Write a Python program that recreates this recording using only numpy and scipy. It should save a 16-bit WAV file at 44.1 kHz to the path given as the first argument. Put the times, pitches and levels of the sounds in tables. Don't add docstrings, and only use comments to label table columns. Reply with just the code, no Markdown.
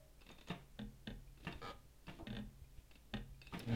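import sys
import numpy as np
from scipy import signal
from scipy.fft import rfft, irfft
from scipy.io import wavfile
from scipy.ndimage import uniform_filter1d

SR = 44100
rng = np.random.default_rng(int(sys.argv[2]) if len(sys.argv) > 2 else 0)


def inscribe(sig):
    pcm = np.round(np.clip(np.atleast_2d(sig).T, -1, 1) * 32767)
    wavfile.write(sys.argv[1], SR, pcm.astype(np.int16))


def gain_from_db(level_db):
    decades = np.asarray(level_db, float) / 20
    return 10 ** decades


N = 165375

# frequency in Hz, level in dB, t60 in seconds.
TABLE_MODES = [(94.3, -23.5, 1), (116, -7, 0.39), (133, -17, 1.62), (214, -7.5, 0.29), (251.2, -11, 0.31),
               (387, -15.5, 0.25), (468, -14.5, 0.27), (563, -7, 0.17), (809, -14, 0.29)]
# frequency in Hz, density in dB per Hz.
PUNCH_COLOUR = [(250, 14), (420, 8.5), (800, 10), (1050, -3), (1600, 3.5), (3600, 0), (4800, -13.5),
                (12000, -30)]
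TICK_COLOUR = [(300, 9), (1200, -1), (2700, -4), (3700, 1.5), (5000, -12), (6000, -15.5), (12000, -26.5)]
CLUNK_COLOUR = [(100, 0.5), (180, 7.5), (400, 2), (1000, -6.5), (2300, -8.5), (3500, -12.5), (4500, -23.5),
                (15000, -42.5)]


def rms_one(x):
    return x / np.sqrt(np.mean(x ** 2) + 1e-20)


def coloured(points):
    hz, db = np.transpose(points)
    f = np.maximum(np.arange(N // 2 + 1) * SR / N, 1)
    gain = gain_from_db(np.interp(np.log(f), np.log(hz), db))
    return rms_one(irfft(rfft(rng.standard_normal(N)) * gain, N))


def blows(s, db):
    force = np.full(N, 1e-18)
    at = np.clip((np.atleast_1d(s) * SR).astype(int), 0, N - 1)
    np.add.at(force, at, gain_from_db(db))
    return force


def strike(s, db, modes, contact_s, spread_db):
    s, db = np.atleast_1d(s), np.atleast_1d(db)
    luck = spread_db * rng.standard_normal((len(s), len(modes)))
    out = 0
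    for k, (hz, level_db, t60) in enumerate(modes):
        force = blows(s, db + level_db + luck[:, k])
        r, w = gain_from_db(-60 / (t60 * SR)), 2 * np.pi * hz / SR
        ring = signal.lfilter([0, np.sin(w)], [1, -2 * r * np.cos(w), r * r], force)
        out = out + (-1) ** k * ring
    soft = np.exp(-1 / (contact_s * SR))
    return signal.lfilter([(1 - soft) ** 2], [1, -2 * soft, soft ** 2], out)


def clatter(s, db, colour, rise_s, t60):
    fall, rise = gain_from_db(-60 / (t60 * SR)), np.exp(-1 / (rise_s * SR))
    swell = signal.lfilter([1 - rise], np.convolve([1, -fall], [1, -rise]), blows(s, db))
    return coloured(colour) * swell


def strokes(rows):
    t = np.arange(N) / SR
    out = 0
    for s, length, db in rows:
        lean_in = np.clip((t - s) / 0.022, 0, 1)
        let_go = np.clip((s + length - t) / 0.062, 0, 1)
        out = out + gain_from_db(db) * lean_in * let_go
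    return out


def hum_and_hiss():
    # frequency in Hz, density in dB per Hz.
    floor_colour = [(15, 4.5), (40, 5.5), (80, -12.5), (135, -8), (250, -14.5), (1200, -28), (2860, -29.5),
                    (16000, -34)]
    hum_hz, hum_db, floor_db = 57.4, -66.5, -63
    hum = gain_from_db(hum_db) * np.sin(2 * np.pi * hum_hz * np.arange(N) / SR)
    return gain_from_db(floor_db) * coloured(floor_colour) + hum


def old_ring():
    # frequency in Hz, level in dB, t60 in seconds.
    leftover = [(627, -65.5, 0.49), (570, -70.5, .6), (135, -66.5, 1.06)]
    return strike(0, 0, leftover, .0001, 0)


def rubbing():
    # start in seconds, length in seconds, level in dB.
    rubs = [(0.271, 0.082, -63), (1.406, 0.24, -65), (2.054, 0.19, -63), (2.766, 0.065, -64),
            (3.504, 0.21, -58), (3.664, 0.23, -61.5)]
    drags = [
        (.21, 0.38, -77),
        (1.375, 0.32, -82),
        (2.91, 0.1, -77),
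        (3.416, 0.13, -71),
    ]
    # frequency in Hz, density in dB per Hz.
    rub_colour = [(150, 6), (300, 6.5), (1000, -21.5), (2400, -8.5), (3600, -9), (4500, -15.5),
                  (12000, -34)]
    drag_colour = [(1500, -30), (2300, -12), (2620, -4.5), (3000, -21), (3350, -17), (3650, -2), (3950, -8),
                   (6000, -30)]
    grain = gain_from_db(2.8 * rms_one(uniform_filter1d(rng.standard_normal(N), size=200)))
    friction = strokes(rubs) * rms_one(grain * coloured(rub_colour))
    return friction + strokes(drags) * coloured(drag_colour)


def bumps():
    # start in seconds, level in dB.
    wheel_bumps = [(1.558, -35.5), (2.231, -38), (2.622, -37), (2.787, -39), (3.331, -43.5)]
    nudges = [
        (1.735, -58),
        (3.604, -46),
    ]
    s, db = np.transpose(wheel_bumps)
    swing = strike(s - .006, db, [(70, 0, 0.053)], 0.0016, 0)
    return swing + strike(*np.transpose(nudges), TABLE_MODES, 0.00027, 0)


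def hide_shift():
    # start in seconds, level in dB.
    knocks = [
        (2.188, -58),
        (2.197, -48.5),
        (2.209, -54),
        (2.219, -66),
    ]
    # frequency in Hz, level in dB, t60 in seconds.
    plate = [(330, -4, 0.086), (685, -2.5, 0.061), (914, -3, 0.033), (1230, -9, 0.027)]
    # frequency in Hz, density in dB per Hz.
    scuff_colour = [(150, 4.5), (330, 5.5), (800, -7), (1300, -12), (2000, -38), (9000, -52)]
    scuff = clatter(2.187, -56, scuff_colour, 0.0022, 0.94)
    return scuff + strike(*np.transpose(knocks), plate, .0001, 1.9)


def creak():
    # start in seconds, peak in dB.
    slips = [(1.6167, -51.5), (1.6274, -50.5), (1.6402, -50), (1.6501, -49), (1.6624, -49.5), (1.6734, -49),
             (1.6834, -49.5), (1.6924, -54.5), (1.7004, -50.5), (1.7084, -61)]
    # frequency in Hz, level in dB, t60 in seconds.
    bed = [(491, -1.5, 0.065), (791, -2.5, 0.068), (986, -7.5, 0.11), (1222, 2.5, 0.056), (1307, 1, 0.055),
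           (1665, 0.5, 0.029), (2314, -3.5, 0.061), (2900, -14, 0.02), (3200, -6.5, 0.059),
           (3640, -6, 0.022), (4310, -4.5, 0.044), (4750, -2.5, 0.042), (5330, -13, .03), (6970, -7, 0.036)]
    s, db = np.transpose(slips)
    out = strike(s, db - 1, bed, .00004, 0.55)
    out = out + clatter(s, db - 6.5, TICK_COLOUR, 0.0027, 0.092)
    return out + strike(s, db - 15, TABLE_MODES, 0.000067, 8.7)


def judder():
    # frequency in Hz, level in dB, t60 in seconds.
    stand = [(116, 4, 0.065), (228.5, -1, 0.11), (399, -37, 0.06), (471, -11.5, 0.052), (590, -18.5, 0.096)]
    start_s, gap_s, first_db, grow_db = 3.6535, .0086, -53.5, 4.5
    s = start_s + gap_s * np.arange(11)
    db = first_db + grow_db * np.log2(np.arange(1, 12))
    return strike(s, db, stand, 0.00014, 0.77) + clatter(s, db - 15, PUNCH_COLOUR, 0.0018, 0.15)


def linkage():
    # start in seconds, clatter peak, hook ring, guide ring and link ring in dB.
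    ticks = [(0.209, -60, -75, -65, -59), (0.2172, -56.5, -76, -71, -54.5), (0.2647, -52.5, -79, -77, -58),
             (0.2905, -53, -69, -57, -54), (0.3143, -65, -54.5, -52, -61), (0.3835, -53, -74, -59, -56.5),
             (0.41, -49, -62, -56, -61), (0.4726, -48.5, -63, -77, -54.5), (0.4842, -46, -50.5, -64, -62),
             (0.4975, -45, -70, -44, -57), (1.3745, -57.5, -74, -88, -66), (1.4018, -56.5, -72, -72, -72),
             (1.448, -45.5, -77, -62, -57), (1.5251, -49, -73, -50, -45), (2.069, -55.5, -78, -64, -49.5),
             (2.9114, -54, -84, -70, -56), (2.9551, -55, -85, -71, -56.5), (3.4161, -53.5, -65, -55, -45),
             (3.47, -54.5, -62, -59.5, -47.5), (3.6005, -42.5, -67, -55, -48)]
    # frequency in Hz, level in dB, t60 in seconds.
    link = [(1730, -9.5, 0.009), (2553, -9.5, 0.052), (2683, 1, 0.018), (4530, -8, 0.034),
            (5050, -5.5, 0.016), (8300, -13.5, 0.02)]
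    hook = [(6600, 0, 0.02), (8600, -11, 0.019)]
    guide = [(3630, -6.5, 0.13), (3730, -9.5, 0.091)]
    s, db, hook_db, guide_db, link_db = np.transpose(ticks)
    out = strike(s, link_db, link, .00003, 2.0) + clatter(s, db - 6.0, TICK_COLOUR, 0.00086, 0.065)
    return out + strike(s, hook_db, hook, .00002, 0) + strike(s, guide_db, guide, .00002, 0)


def spring_and_thread():
    # start in seconds, level in dB.
    blips = [(0.193, -64), (1.276, -63), (2.645, -63.5), (3.345, -65)]
    snaps = [
        (3.593, -43),
    ]
    # frequency in Hz, level in dB, t60 in seconds.
    tension_spring = [(2430, 0, 0.045)]
    taut_thread = [(5310, -0.5, 0.019), (9070, -10, 0.011), (10370, -4.5, .012), (11800, -10, 0.019),
                   (15400, -6, 0.012)]
    # frequency in Hz, density in dB per Hz.
    snap_colour = [(2000, -11), (5300, 6), (7000, -8), (11000, 0), (13000, -8), (15500, -12),
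                   (16500, -13.5)]
    s, db = np.transpose(snaps)
    snap = strike(s, db, taut_thread, .00001, 0) + clatter(s, db - 10.5, snap_colour, 0.0003, 0.044)
    return snap + strike(*np.transpose(blips), tension_spring, .00006, 0)


def latch():
    # frequency in Hz, level in dB, t60 in seconds.
    latch_modes = [(1250, -3, 0.066), (890, -6, 0.035)]
    return strike(3.525, -42, latch_modes, .0001, 0)


def rattles():
    # start in seconds, level in dB.
    loose_hits = [(0.514, -44), (.521, -55), (.556, -59), (1.485, -51), (1.513, -52), (2.095, -46),
                  (2.131, -59.5), (3.543, -47), (3.554, -53)]
    # frequency in Hz, density in dB per Hz.
    rattle_colour = [(300, -5), (700, -4.5), (1100, -1.5), (2000, -6.5), (3300, -4.5), (4300, -18.5),
                     (10000, -36)]
    return clatter(*np.transpose(loose_hits), rattle_colour, 0.0016, 0.032)


def clunks():
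    # start in seconds, clatter peak, table push and bar end ring in dB.
    landings = [
        (0.3, -47, -58, -73),
        (0.5026, -37, -40, -44.5),
        (1.468, -36, -40.5, -42),
        (2.08, -43, -45.5, -54),
        (3.535, -35.5, -42.5, -51),
    ]
    # frequency in Hz, level in dB, t60 in seconds.
    feed_bar = [(114, -13.5, 0.16), (136.8, -12.5, 0.73), (178.7, 2, 0.13), (278, -27, 0.092),
                (349, -13, 0.24), (424, -24, 0.042), (692.6, -12.5, 0.27), (925.5, -10, 0.23),
                (1200, -7.5, 0.047)]
    bar_end = [(1758, 3.5, 0.043), (2740, 11, 0.017), (3160, -15, .02)]
    s, db, push_db, end_db = np.transpose(landings)
    far_end_s = s + .012
    grit = clatter(s, db - 4.5, CLUNK_COLOUR, 0.0042, 0.062)
    grit = grit + clatter(s, db - 13.5, CLUNK_COLOUR, 0.00089, 0.38)
    thud = strike(s, push_db, feed_bar, .00005, 1.0)
    thud = thud + strike(far_end_s, push_db - 9, feed_bar[3:], .00004, 2.0)
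    ring = strike(s + 0.001854, end_db - 4.5, bar_end, .00004, 0.87)
    ring = ring + strike(far_end_s, end_db - 8.5, bar_end, .00004, 1.9)
    return grit + thud + ring


def punches():
    # start in seconds, crack peak in dB, table push in dB, lead of the push in seconds.
    needle_slips = [(0.7912, -40, -42.5, 0.0037), (0.8153, -51, -45.5, 0.0042), (1.073, -36, -40.5, 0.0034),
                    (1.1038, -46, -43, 0.0036), (2.27, -38.5, -44, 0.00397), (2.3033, -44, -43.5, 0.0038),
                    (2.329, -44, -42, 0.00374), (2.35, -43.5, -49, 0.0034), (2.3673, -39, -41, 0.003),
                    (2.388, -45.5, -43, 0.0039), (3.1382, -31.5, -36, 0.0044), (3.169, -41, -48, 0.0049)]
    # frequency in Hz, level in dB, t60 in seconds.
    needle_bar = [(1592, -3.5, 0.019), (1857, -11, 0.075), (2550, -4, 0.015), (2830, -4.5, 0.026),
                  (2960, 0, 0.019), (3575, 7, 0.017), (3806, 5.5, 0.018), (3804, 8, 0.013),
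                  (4400, -5, 0.02), (6530, -7, 0.013)]
    slow_swell = [(211.3, 0, .28), (202, 0, 0.052)]
    s, crack_db, push_db, lead_s = np.transpose(needle_slips)
    give = clatter(s - 0.00089, crack_db - 14.5, PUNCH_COLOUR, 0.0012, 0.017)
    crack = strike(s, crack_db - 5.0, needle_bar, .00005, 1.0)
    crack = crack + clatter(s, crack_db - 6.0, PUNCH_COLOUR, 0.0028, 0.035)
    crack = crack + clatter(s, crack_db - 23.5, CLUNK_COLOUR, 0.0024, 0.17)
    push_s = s - lead_s
    table = strike(push_s, push_db, TABLE_MODES, 0.00038, 1.0)
    table = table + strike(push_s + 0.0023, push_db + 3, slow_swell, 0.00056, 0)
    rock_hz, split_hz = 41.66, 7.8
    rock_modes = [(rock_hz - split_hz / 2, -7.5, 1), (rock_hz + split_hz / 2, -7.5, 1)]
    return give + crack + table + strike(s, push_db, rock_modes, 0.0038, 0)


def room(x):
    t60, level_db = .28, -16
    t = np.arange(SR // 2) / SR
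    tail = rng.standard_normal(len(t)) * gain_from_db(-60 * t / t60) * np.clip(t / 0.0085, 0, 1)
    tail = signal.sosfilt(signal.butter(2, [250, 3000], "band", fs=SR, output="sos"), tail)
    tail = tail / np.sqrt(np.sum(tail ** 2))
    return gain_from_db(level_db) * signal.fftconvolve(x, tail)[:N]


def scene():
    machine = old_ring() + rubbing() + bumps() + hide_shift() + creak() + judder()
    machine = machine + linkage() + spring_and_thread() + latch() + rattles() + clunks() + punches()
    return (machine + room(machine) + hum_and_hiss())[None]


def top_cut(x):
    return signal.sosfilt(signal.butter(12, 15800, fs=SR, output="sos"), x)


def record(dry):
    return top_cut(dry)


dry = scene()
out = record(dry)
inscribe(out)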